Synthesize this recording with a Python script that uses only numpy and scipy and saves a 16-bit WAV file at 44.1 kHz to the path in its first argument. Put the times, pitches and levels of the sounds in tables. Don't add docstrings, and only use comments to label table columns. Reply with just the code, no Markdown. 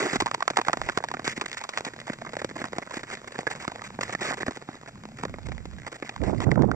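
import sys
import numpy as np
from scipy import signal
from scipy.fft import rfft, irfft, next_fast_len
from scipy.io import wavfile
from scipy.ndimage import uniform_filter1d, map_coordinates

SR = 44100
rng = np.random.default_rng(int(sys.argv[2]) if len(sys.argv) > 2 else 0)


def file_out(sig):
    cols = np.atleast_2d(sig).T
    lim = np.clip(cols, -1, 1)
    pcm = np.round(lim * 32767).astype(np.int16)
    wavfile.write(sys.argv[1], SR, pcm)


N = 297675


def amp(db):
    return 10 ** (np.asarray(db) / 20)


def unit(x):
    return x / np.sqrt(np.mean(np.abs(x) ** 2) + 1e-20)


def along(points, hz):
    f, value = np.transpose(points)
    return np.interp(np.log(hz + 1), np.log(f + 1), value)


def wobble(rate):
    knots = rng.standard_normal(int(N * rate / SR) + 4)
    return map_coordinates(knots, [np.arange(N) * rate / SR])


def filtered(x, response):
    m = 2 * next_fast_len(N // 2 + SR // 4)
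    hz = np.fft.rfftfreq(m, 1 / SR)
    return irfft(rfft(x, m) * response(hz), m)[..., :N]


def causal(gain):
    cepstrum = irfft(np.log(np.maximum(gain, 1e-6)))
    half = cepstrum.shape[-1] // 2
    cepstrum[1:half] *= 2
    cepstrum[half + 1:] = 0
    return np.exp(rfft(cepstrum))


def noise(spectrum, channels):
    white = rng.standard_normal((channels, N))
    return unit(filtered(white, lambda hz: amp(along(spectrum, hz))))


def grains(rate, spread_db):
    size = amp(spread_db * np.minimum(rng.exponential(size=N), 4))
    struck = rng.random(N) < rate / SR
    return unit(struck * size * rng.choice([-1, 1], N))


def patchy(x, depth_db, size=8):
    z = signal.stft(x, nperseg=256)[2]
    across_hz = uniform_filter1d(rng.standard_normal(z.shape), 2, 0)
    field = uniform_filter1d(across_hz, size, 1)
    return unit(signal.istft(z * amp(depth_db * unit(field)), nperseg=256)[1][:N])


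def drone(hz, width_hz, wander):
    phase = 2 * np.pi * np.cumsum(hz * (1 + wander * wobble(6.7))) / SR
    return unit(wobble(width_hz) * np.cos(phase) + wobble(width_hz) * np.sin(phase))


CALM_DB = -74
LEE_EVEN_DB, LEE_SHARE = -68.5, 0.47


def swells(rows, rise_db_per_s, fall_db_per_s):
    t = np.arange(N) / SR
    levels = []
    for start, end, db in rows:
        before, after = np.maximum(start - t, 0), np.maximum(t - end, 0)
        levels.append(db - rise_db_per_s * before - fall_db_per_s * after)
    right = np.maximum(np.max(levels, axis=0), CALM_DB)
    left = LEE_EVEN_DB + LEE_SHARE * (right - LEE_EVEN_DB)
    return np.array([left, right])


# (start [s], end [s], level before trims [dB])
GUST_SWELLS = [(0.175, 0.218, -46), (0.795, 0.874, -42), (5.297, 5.813, -42.5), (5.444, 5.55, -34.5),
               (6.21, 6.735, -25.5), (6.272, 6.29, -22.5), (6.333, 6.358, -22.5), (6.472, 6.518, -17),
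               (6.574, 6.655, -17), (6.68, 6.7, -22)]
# (frequency [Hz], level [dB])
BREEZE_COLOUR = [(20,-15.5),(60,-1.5),(120,-8),(220,-14),(400,-43),(1000,-51),(3000,-100)]
# (frequency [Hz], level [dB])
GALE_COLOUR = [(25,-32),(70,-5),(120,4),(200,0.5),(320,-5),(500,-21),(800,-34),(1300,-39),(2500,-68),(5000,-99)]


def gust_thumps(lump_db=1.5, gale_db=1.5, breeze_db=2.5, steepen=0.68):
    db = swells(GUST_SWELLS, rise_db_per_s=480, fall_db_per_s=290)
    db = db + lump_db * np.array([wobble(45), wobble(45)])
    light_db = np.minimum(db + breeze_db, -29)
    strong_db = db + gale_db + steepen * np.minimum(db + 22, 0)
    return amp(light_db) * noise(BREEZE_COLOUR, channels=2) + amp(strong_db) * noise(GALE_COLOUR, channels=2)


# (start [s], end [s], level [dB])
EDDY_SWELLS = [(6.21, 6.244, -28.5), (6.276, 6.301, -23), (6.329, 6.347, -25.5), (6.39, 6.46, -32),
               (6.469, 6.492, -21), (6.51, 6.527, -25), (6.569, 6.644, -17), (6.678, 6.69, -22.5),
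               (6.732, 6.742, -30)]
# (frequency [Hz], level [dB])
ROAR_COLOUR = [(120,-25),(320,1),(600,-2.5),(850,-10),(1150,-18.5),(1500,-24),(2500,-47),(5000,-90)]


def eddy_roar(flutter_db=11.5):
    flutter = unit(amp(flutter_db * np.tanh(wobble(260))))
    db = swells(EDDY_SWELLS, rise_db_per_s=1500, fall_db_per_s=903)
    return amp(db) * flutter * noise(ROAR_COLOUR, channels=2)


PORT_LIMIT = 0.94


def wind():
    return PORT_LIMIT * np.tanh((gust_thumps() + eddy_roar()) / PORT_LIMIT)


# (time [s], rumble level [dB], hiss level [dB])
GLIDE_LEVELS = [(0, -75, -44), (.2, -53, -47.5), (.45, -60.5, -52), (.8, -49.5, -47), (1.05, -57.5, -52.5),
                (1.3, -52, -50), (1.7, -62, -50), (2.2, -53, -51.5), (3.4, -56, -51), (4.25, -49, -50),
                (4.6, -57.5, -53), (5.15, -47.5, -54.5), (5.4, -55, -54.5), (5.83, -51.5, -54),
                (6.4, -61, -52), (6.62, -61, -58.5)]


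def glide_levels():
    s, rumble_db, hiss_db = np.transpose(GLIDE_LEVELS)
    t = np.arange(N) / SR
    return np.interp(t, s, rumble_db), np.interp(t, s, hiss_db)


# (frequency [Hz], level [dB])
RUMBLE_COLOUR = [(30,-7.5),(80,-1.5),(135,6.5),(240,-1),(350,-9.5),(700,-35),(1500,-46),(3000,-52.5)]


def blade_rumble(level_db):
    rumble = amp(1.5) * noise(RUMBLE_COLOUR, channels=1)[0]
    rumble += amp(-7.0) * drone(130, 35, wander=0.075)
    rumble += amp(-4.0) * drone(230, 35, wander=0.09)
    return amp(level_db + 3.1 * wobble(7)) * rumble


# (frequency [Hz], left minus right [dB])
PORT_BALANCE = [(300,-.4),(600,-1.5),(1100,-5.5),(1650,-10.5),(2100,-6),(2650,7.5),(3600,0),(5500,3.7),(6300,12),(7700,7),(9000,2.4),(11000,0)]
# (frequency [Hz], left lead [radians])
PORT_LEAD = [(130,-.25),(450,-.6),(1150,-1.5),(1600,-1.25),(2100,-.55),(2500,-.7),(2800,-3.3),(4300,-3.8),(4900,-5.6),(6100,-6.8),(6800,-9.4),(8200,-12.4)]


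def ports(x):
    def response(hz):
        tilt = amp(along(PORT_BALANCE, hz) / 2) * np.exp(.5j * along(PORT_LEAD, hz))
        pair = np.array([tilt, 1 / tilt])
        return pair / np.sqrt(np.mean(np.abs(pair) ** 2, axis=0))
    return filtered(x, response)


# (frequency [Hz], level [dB])
HISS_COLOUR = [(150,-19),(600,3.5),(1200,1.5),(2000,2),(2900,-5),(4200,-5.5),(6000,-7.5),(7400,-1.5),(9500,-33.5),(14500,-29),(16000,-43)]


def powder_hiss(level_db):
    shared = amp(-5.0) * ports(noise(HISS_COLOUR, channels=1)[0])
    return amp(level_db) * (shared + amp(-12.5) * noise(HISS_COLOUR, channels=2))


def crystal_ticks(level_db):
    return amp(level_db + 0.5) * patchy(grains(rate=260, spread_db=4.5), depth_db=5.0)


# (frequency [Hz], relative level [dB])
ICE_COLOUR = [(45,-22),(130,-4.5),(330,1.5),(650,0.5),(1100,-2.5),(1550,-4.5),(2000,-3.5),(2650,-15),(3300,-12.5),(3800,-10.5),(6200,-19.5),(7600,-19),(9600,-47.5),(14500,-55),(16000,-64)]


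def ice_sheet(force, lag_s=0.000827):
    def response(hz):
        bend = np.exp(-4j * np.pi * lag_s * np.sqrt(1000 * hz))
        return unit(causal(amp(along(ICE_COLOUR, hz)))) * bend
    return filtered(force, response)


def scatter(x, decay_s=0.00065, db=-2.5, left_db=3.5, size=2048):
    treble = filtered(x, lambda hz: hz > 4000)
    fade = np.exp(-np.arange(size) / SR / decay_s)
    power = np.abs(signal.fftconvolve(treble ** 2, fade / fade.sum())[:N])
    colour = [(200, -20), (1000, -8.0), (2600, 12.0), (3600, -10.0), (5000, -2.5),
              (7300, 5.5), (9500, -16.5), (15000, -25.5)]
    sides = amp([[left_db / 2], [-left_db / 2]])
    return amp(db) * np.sqrt(power) * noise(colour, channels=2) * sides


BITE_DB, BITE_S = 2.5, 0.0033
THRUM_HZ, THRUM_WIDTH_HZ, THRUM_SHARE, THRUM_FULL_DB = 355, 70, 0.9, -26
# (start [s], end [s], level [dB], brightness [dB], chatter [dB])
EDGE_SCRAPES = [(0, 0.015, -27, 3, -2), (0.018, 0.07, -25, -1.5, 1.5), (0.073, 0.129, -37, 7.5, 1.5),
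                (0.13, 0.168, -31, 6, -2.5), (0.203, 0.233, -35.5, 10.5, 19), (0.559, 0.565, -42, 10, 4.5),
                (0.663, 0.697, -37, 2.5, -8), (0.834, 0.937, -47.5, 6.5, 5), (0.947, 0.974, -57.5, 16, 3),
                (1.249, 1.275, -39.5, 11.5, -2), (1.278, 1.335, -48.5, 18, 4),
                (1.362, 1.384, -47.5, 13.5, 7), (1.459, 1.5, -43, 10.5, 20), (1.532, 1.56, -54.5, 18, 14),
                (1.567, 1.594, -56.5, 24.5, 6), (1.733, 1.802, -45.5, 4.5, 5),
                (1.842, 1.901, -38, 0.5, -11), (2.068, 2.125, -44, 5, 7), (2.338, 2.355, -38, -1, 23),
                (2.387, 2.405, -38, 2.5, -1), (2.555, 2.57, -32, -2, 3), (2.579, 2.628, -38.5, 1.5, 2),
                (2.646, 2.682, -45, 6.5, 19), (2.76, 2.775, -33.5, -7, -2), (2.822, 2.834, -36.5, 0, 3),
                (2.92, 2.944, -39, 0, 5), (2.941, 2.983, -43.5, 10.5, 5), (2.993, 3.013, -39.5, 2, 7),
                (3.069, 3.122, -43, 6, 8), (3.124, 3.145, -33, 2, -1), (3.275, 3.285, -42, 8.5, 8),
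                (3.318, 3.422, -46, 5, 9), (3.499, 3.535, -39.5, 9, -6.5), (3.557, 3.58, -42.5, 3, -4),
                (3.597, 3.648, -44.5, 8, 5), (3.837, 3.877, -46, 10, -1), (4.009, 4.041, -34.5, 7.5, -10.5),
                (4.018, 4.118, -45.5, 5.5, 2), (4.124, 4.141, -30.5, 2.5, 4), (4.208, 4.321, -32, 4, 0.5),
                (4.334, 4.344, -31.5, 2.5, -1), (4.37, 4.394, -35, -1.5, 0),
                (4.403, 4.428, -30.5, -2.5, -2), (4.464, 4.495, -31, -3, -13),
                (4.517, 4.567, -54.5, 14, 14), (4.69, 4.77, -55, 6, 7), (4.877, 4.893, -40.5, 0.5, 5),
                (5.169, 5.24, -46.5, 4.5, 13), (5.456, 5.47, -38.5, 1, 15), (5.866, 5.886, -34, 1, 14),
                (5.917, 5.934, -36, 0.5, 2), (5.94, 5.967, -43, 3.5, 3), (6.051, 6.079, -61.5, 22.5, 2),
                (6.233, 6.317, -36.5, -5, 1), (6.405, 6.446, -36.5, 3, 2)]


def scrapes(rate=3500, spread_db=3, patchy_db=3.0, edge_s=0.0038, split_hz=1150, low_db=-5):
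    t, chatter = np.arange(N) / SR, np.tanh(wobble(140))
    body, fizz, thrum = np.zeros((3, N))
    for start, end, db, bright_db, chatter_db in EDGE_SCRAPES:
        near = slice(max(round((start - edge_s) * SR), 0), round((end + edge_s) * SR))
        age = t[near] - start
        fade_in = np.clip(age / edge_s + .5, 0, 1)
        contact = fade_in * np.clip((end - t[near]) / edge_s + .5, 0, 1)
        bite_db = BITE_DB * np.exp(-np.abs(age) / BITE_S)
        drag = contact * amp(abs(chatter_db) * chatter[near] + bite_db)
        drag *= amp(db) * np.sqrt(np.sum(contact ** 2) / (np.sum(drag ** 2) + 1e-9))
        body[near] += drag
        fizz[near] += drag * amp(bright_db)
        thrum[near] += drag * THRUM_SHARE * amp(min(db - THRUM_FULL_DB, 0))
    crush = patchy(grains(rate, spread_db), patchy_db, size=4)
    crush /= np.sqrt(np.abs(uniform_filter1d(crush ** 2, size=800)) + 1e-9)
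    low = filtered(crush, lambda hz: 1 / (1 + (hz / split_hz) ** 4))
    snow = [(100, low_db), (400, -2.5), (800, -1.0), (1250, -0.5),
            (2000, 2.2), (4000, -3.5), (7000, 2.0), (12000, 4.0)]
    crunch = filtered(body * low + fizz * (crush - low), lambda hz: amp(along(snow, hz)))

    def blade(hz):
        loss = 1j * hz * THRUM_WIDTH_HZ
        return loss / (THRUM_HZ ** 2 - hz ** 2 + loss)
    return crunch + filtered(thrum * crush, blade)


SMALL_DB, SMALL_RANGE_DB = -20.5, 11
SMALL_THUD_DB, SMALL_SNAP_DB = -1.5, -0.5
SMALL_LOW_HZ, SMALL_HIGH_HZ = 369, 2230


def small_cracks(break_s=0.00164, count=110):
    when, strength, flake = rng.random((count, 3)).T
    times = (np.arange(count) + 1 + 2 * when) / (count + 3) * N / SR
    levels = SMALL_DB + SMALL_RANGE_DB * (strength - .5)
    pitches = SMALL_LOW_HZ * (SMALL_HIGH_HZ / SMALL_LOW_HZ) ** flake
    return [(s, db, hz, SMALL_THUD_DB, SMALL_SNAP_DB, break_s) for s, db, hz in zip(times, levels, pitches)]


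# (time [s], energy [dB], flake pitch [Hz], thud [dB], snap [dB], time it takes to break [s])
CRUST_CRACKS = [(0.1325, -1.5, 1060, 16, 4, 0.002), (0.1576, 4, 1200, 8.5, 4.5, 0.0036),
                (0.2025, 4.5, 910, -11, 7, 0.0014), (0.2075, 4.5, 895, -6, 6, 0.0041),
                (0.2206, 4.5, 1070, 12, 3, 0.0036), (0.2598, 5, 900, -1, 4, 0.0022),
                (0.2666, 7, 1050, -18, -2.5, 0.00052), (0.2775, -0.5, 1160.0, -21, -1, 0.0092),
                (0.3129, 4.5, 1140, -10, 0.5, 0.00092), (0.3425, -1.5, 960, -20, 5, 0.0016),
                (0.3462, 6.5, 970, -13, 2.5, 0.0005), (0.4054, 2, 970, -22, -0.5, 0.00072),
                (0.4232, 9, 1210, -25, -10, 0.00046), (0.4264, 6, 1210, -16, 1.5, 0.00047),
                (0.4785, 12, 1160, -15, 0.5, 0.00078), (0.5016, 1.5, 980, -10.5, 4.5, 0.0038),
                (0.5068, -8.5, 590.0, 11.5, 2.0, 0.0017), (0.5695, 8, 785, -12, 2, 0.00089),
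                (0.5718, 12, 1040, -14, 3, 0.00098), (0.5825, 6, 880, -6.5, -8, 0.0049),
                (0.5877, 8.5, 724, -5.5, -8, 0.0035), (0.5962, -1, 590.0, -3, -7, 0.0021),
                (0.6142, 3.5, 970, -17, 2.5, 0.00082), (0.6495, -12, 1710, -22, 5, 0.0021),
                (0.6831, 13, 1180, -2, -4.5, 0.0018), (0.6951, 3.5, 724, 1.5, -13, 0.0021),
                (0.731, 10.5, 1290, -18, 2, 0.00037), (0.7366, 2.5, 716, -7.5, -13, 0.0021),
                (0.7713, -1, 720.0, -2, -2.5, 0.0025), (0.8156, 4, 660, -14, -4.5, 0.00118),
                (0.8877, 4.5, 2500, -12, -9.5, 0.0035), (0.8962, 3.5, 1470, -4.5, -1.5, 0.0017),
                (0.9742, 9, 1340, 6, 3, 0.00079), (0.984, -3, 660, -5, 1.5, 0.0039),
                (1.0035, -7.5, 490.0, -2, -22, 0.0014), (1.039, 5, 890, -8, -2.5, 0.0015),
                (1.0445, -3.5, 870, -6, 1, 0.001), (1.0859, -11.5, 1720.0, -14, 5.5, 0.0017),
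                (1.1141, 1.5, 1080, 0, 0.5, 0.0015), (1.1391, 0.5, 490.0, -15, -7, 0.0014),
                (1.1445, -2.5, 1280.0, 5, -2.0, 0.0023), (1.1689, -10.5, 2280, -7, -9, 0.0012),
                (1.1939, -3, 494, -4, -6.5, 0.003), (1.2445, -10, 1420, 8.5, 11.5, 0.0045),
                (1.2764, 3.5, 1460, 4, 6, 0.0028), (1.3767, -10.5, 1860, 13.5, 5.5, 0.0023),
                (1.412, 0, 2400, -22, 1, 0.0014), (1.4166, 1, 1120, 3, 3, 0.0052),
                (1.5155, -14.5, 1980, -10, 11, 0.001), (1.529, -13.5, 1830, -13, 13.5, 0.0015),
                (1.5707, -6.5, 1760, -25, 1.5, 0.0082), (1.6131, -5.5, 860, -19, 2, 0.002),
                (1.6385, -1.5, 1030, -18, 6.5, 0.0042), (1.6907, -2, 1080, -10, 8, 0.0027),
                (1.649, -8, 950, -11, -12, 0.0021), (1.7365, -12, 2070, -7, -1, 0.002),
                (1.7744, 3.5, 1360, -13.0, 4, 0.00059), (1.7827, -3.5, 590.0, -16, 4, 0.0045),
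                (1.807, -6.5, 436, 5.5, 0.5, 0.0016), (1.8493, -6, 544, -23, 7, 0.0064),
                (1.8662, -8, 2300.0, 11, -13, 0.00076), (1.9355, -14.5, 1720, 8, 1.5, 0.0048),
                (2.001, -21, 1870, 9, 15, 0.0038), (2.079, -5, 800, -21, -3, 0.0021),
                (2.0982, -6, 2070, 11.5, -8, 0.00052), (2.1325, -10, 1580, 1, 7, 0.0047),
                (2.2193, -5.5, 650.0, 1.5, -6, 0.0016), (2.2486, -6, 1160.0, -12, -2, 0.0047),
                (2.2657, -5.5, 2350, -8, -22, 0.0052), (2.2915, -16, 1900, 8, 3, 0.0039),
                (2.3332, -5, 400.0, -0.5, -3, 0.0087), (2.3675, -2.5, 600, -1.0, -4, 0.0011),
                (2.4168, -2.5, 536, -1.5, -5, 0.0046), (2.4453, -1.5, 517, 4.5, 0.5, 0.0016),
                (2.4925, -19.5, 1560.0, 5, -10, 0.0026), (2.511, -13, 1860, 10, -4, 0.0014),
                (2.616, -4.5, 1700, 7, -6, 0.0011), (2.6409, 0.5, 1390, 3.5, -2, 0.0026),
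                (2.6605, -12, 850, -8, -11, 0.0032), (2.7305, -3.5, 440.0, -1, -6.5, 0.0024),
                (2.7832, 2.5, 740, 5, 0.5, 0.00095), (2.872, -10.5, 1380, 3, -8, 0.003),
                (2.9087, -4, 965, -12, 1.5, 0.0048), (2.9695, -6, 895, 12.5, 4, 0.0037),
                (3.0325, -7, 1690, 6, 2.5, 0.0064), (3.151, -18, 1970, -1, 11, 0.0015),
                (3.172, -15.5, 1800, 4, 4.5, 0.0057), (3.2425, -13.5, 1000, 10, -6, 0.0039),
                (3.3475, -14, 870.0, -22, -7, 0.0076), (3.357, -11.5, 1700, -4, -2, 0.0024),
                (3.389, 1, 740, 7, -2, 0.00089), (3.4683, 2.5, 1710, 2, -4.5, 0.0085),
                (3.5517, -14, 1720.0, 12, 3, 0.0022), (3.6502, -2.5, 1090, -18, 0, 0.001),
                (3.6785, 2.7, 1240, 12, 3.5, 0.0021), (3.7176, -5, 850, -8, -0.5, 0.0018),
                (3.7574, -9, 870.0, -15, -4, 0.0021), (3.7927, -14, 2090.0, -4, -12, 0.0031),
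                (3.8181, -4, 1070, -15, 0, 0.00031), (3.9025, -11, 850, -4, -4, 0.003),
                (3.989, -1, 720, 1.5, -18, 0.00095), (4.0943, -3.5, 590.0, -6, -6.5, 0.0061),
                (4.1494, 0.5, 1820, 0, -2, 0.0015), (4.1975, -11.5, 1100, -9, 2, 0.0024),
                (4.3085, -1.5, 700, 6.5, -23, 0.0027), (4.3256, 1, 400.0, -15, -15, 0.0092),
                (4.4312, -2, 1810, 4, -8, 0.00035), (4.4809, 0, 1480, 19, -3, 0.0043),
                (4.5089, -8.5, 650.0, 2, 1.5, 0.0031), (4.5708, -8.5, 550, 0, 0, 0.0027),
                (4.623, -14, 400.0, 3, -4.5, 0.0024), (4.6879, -4.5, 795, 8, -13.5, 0.0012),
                (4.744, -14, 1200, 9, -9, 0.0015), (4.8328, -15, 940, 7, -13, 0.0014),
                (5.0537, -11, 860, 9, 1.5, 0.0009), (5.2351, 2.5, 1020, 5.5, -3.5, 0.0012),
                (5.2515, -2, 594, -0.5, -2.5, 0.0023), (5.3404, -9.5, 2420, 6, -8, 0.00059),
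                (5.3848, -10, 880, 4, -5.5, 0.0011), (5.486, -11.5, 730, 12, 0.5, 0.0043),
                (5.5183, -9, 2350, -2.5, -4, 0.002), (5.6546, -10.5, 1080, 17, 5.5, 0.0023),
                (6.0243, -5, 2410, 6.5, -6, 0.0063), (6.0923, -6.5, 2380, -5, 2.5, 0.0021),
                (6.1617, -3.5, 990, -44, -0.5, 0.00094), (6.236, -6, 900, 9, 2, 0.0033),
                (6.403, -0.5, 1100, 4, 3.5, 0.0026), (6.557, -2.5, 1310, -6, -8, 0.0012),
                (6.5154, -1.5, 2040, -10, -2.5, 0.0012), (6.6208, -4.5, 650, -8, -1.5, 0.0016),
                (6.7145, 7, 1410, -15, -8, 0.00056)]


def cracks(crumble=0.89, crumble_s=0.0021, crumble_share=0.91, creak_s=0.00062, second=0.63,
           thud_hz=257, body_hz=810, edge_hz=1760, snap_hz=2950, air_db=-1.5,
           ring_db=11.5, ring_octaves=0.28, size=2048, count=3):
    lead = size // 8
    out, t, hz = np.zeros(N + size), (np.arange(size) - lead) / SR, np.fft.rfftfreq(size, 1 / SR)
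    middle = (hz > 650) & (hz < 1450)
    for s, db, pitch_hz, thud_db, snap_db, break_s in list(CRUST_CRACKS) + small_cracks():
        crumb_s = crumble_s + crumble_share * break_s
        crumbs = rng.standard_normal(size) ** 3 * np.exp(np.minimum(t / creak_s, -t / crumb_s))
        steps = np.append(0, break_s * (np.arange(count) + rng.random(count)) / count)
        sizes = np.append(1, second * rng.choice([-1, 1], count))
        breaks = sizes @ np.exp(-2j * np.pi * np.outer(steps + lead / SR, hz))
        force = breaks + crumble * rfft(crumbs) / np.linalg.norm(crumbs)
        broad = np.abs(uniform_filter1d(np.abs(force) ** 2, size=36))
        force *= causal(1 / np.sqrt(broad + 1e-9))
        freedom = np.interp(pitch_hz, [400, 1000], [.2, 1])
        octaves = np.log2((hz + 1) / pitch_hz)
        flake_db = ring_db * freedom / (1 + (octaves / ring_octaves) ** 2)
        colour = [(thud_hz, thud_db), (body_hz, 0), (edge_hz, 0), (snap_hz, snap_db),
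                  (8000, snap_db), (10500, snap_db + air_db)]
        burst = force * causal(amp(along(colour, hz) + flake_db))
        burst /= np.sqrt(np.mean(np.abs(burst[middle]) ** 2))
        out[round(s * SR) - lead:][:size] += amp(db) * irfft(burst)
    return out[:N]


def scene():
    rumble_db, hiss_db = glide_levels()
    force = amp(-0.5) * cracks() + scrapes() + crystal_ticks(hiss_db)
    blades = ice_sheet(force)
    from_feet = ports(blades + blade_rumble(rumble_db))
    return from_feet + scatter(blades) + powder_hiss(hiss_db) + wind()


TOP_HZ = 15100


def record(dry):
    return filtered(dry, lambda hz: hz < TOP_HZ)


dry = scene()
out = record(dry)
file_out(out)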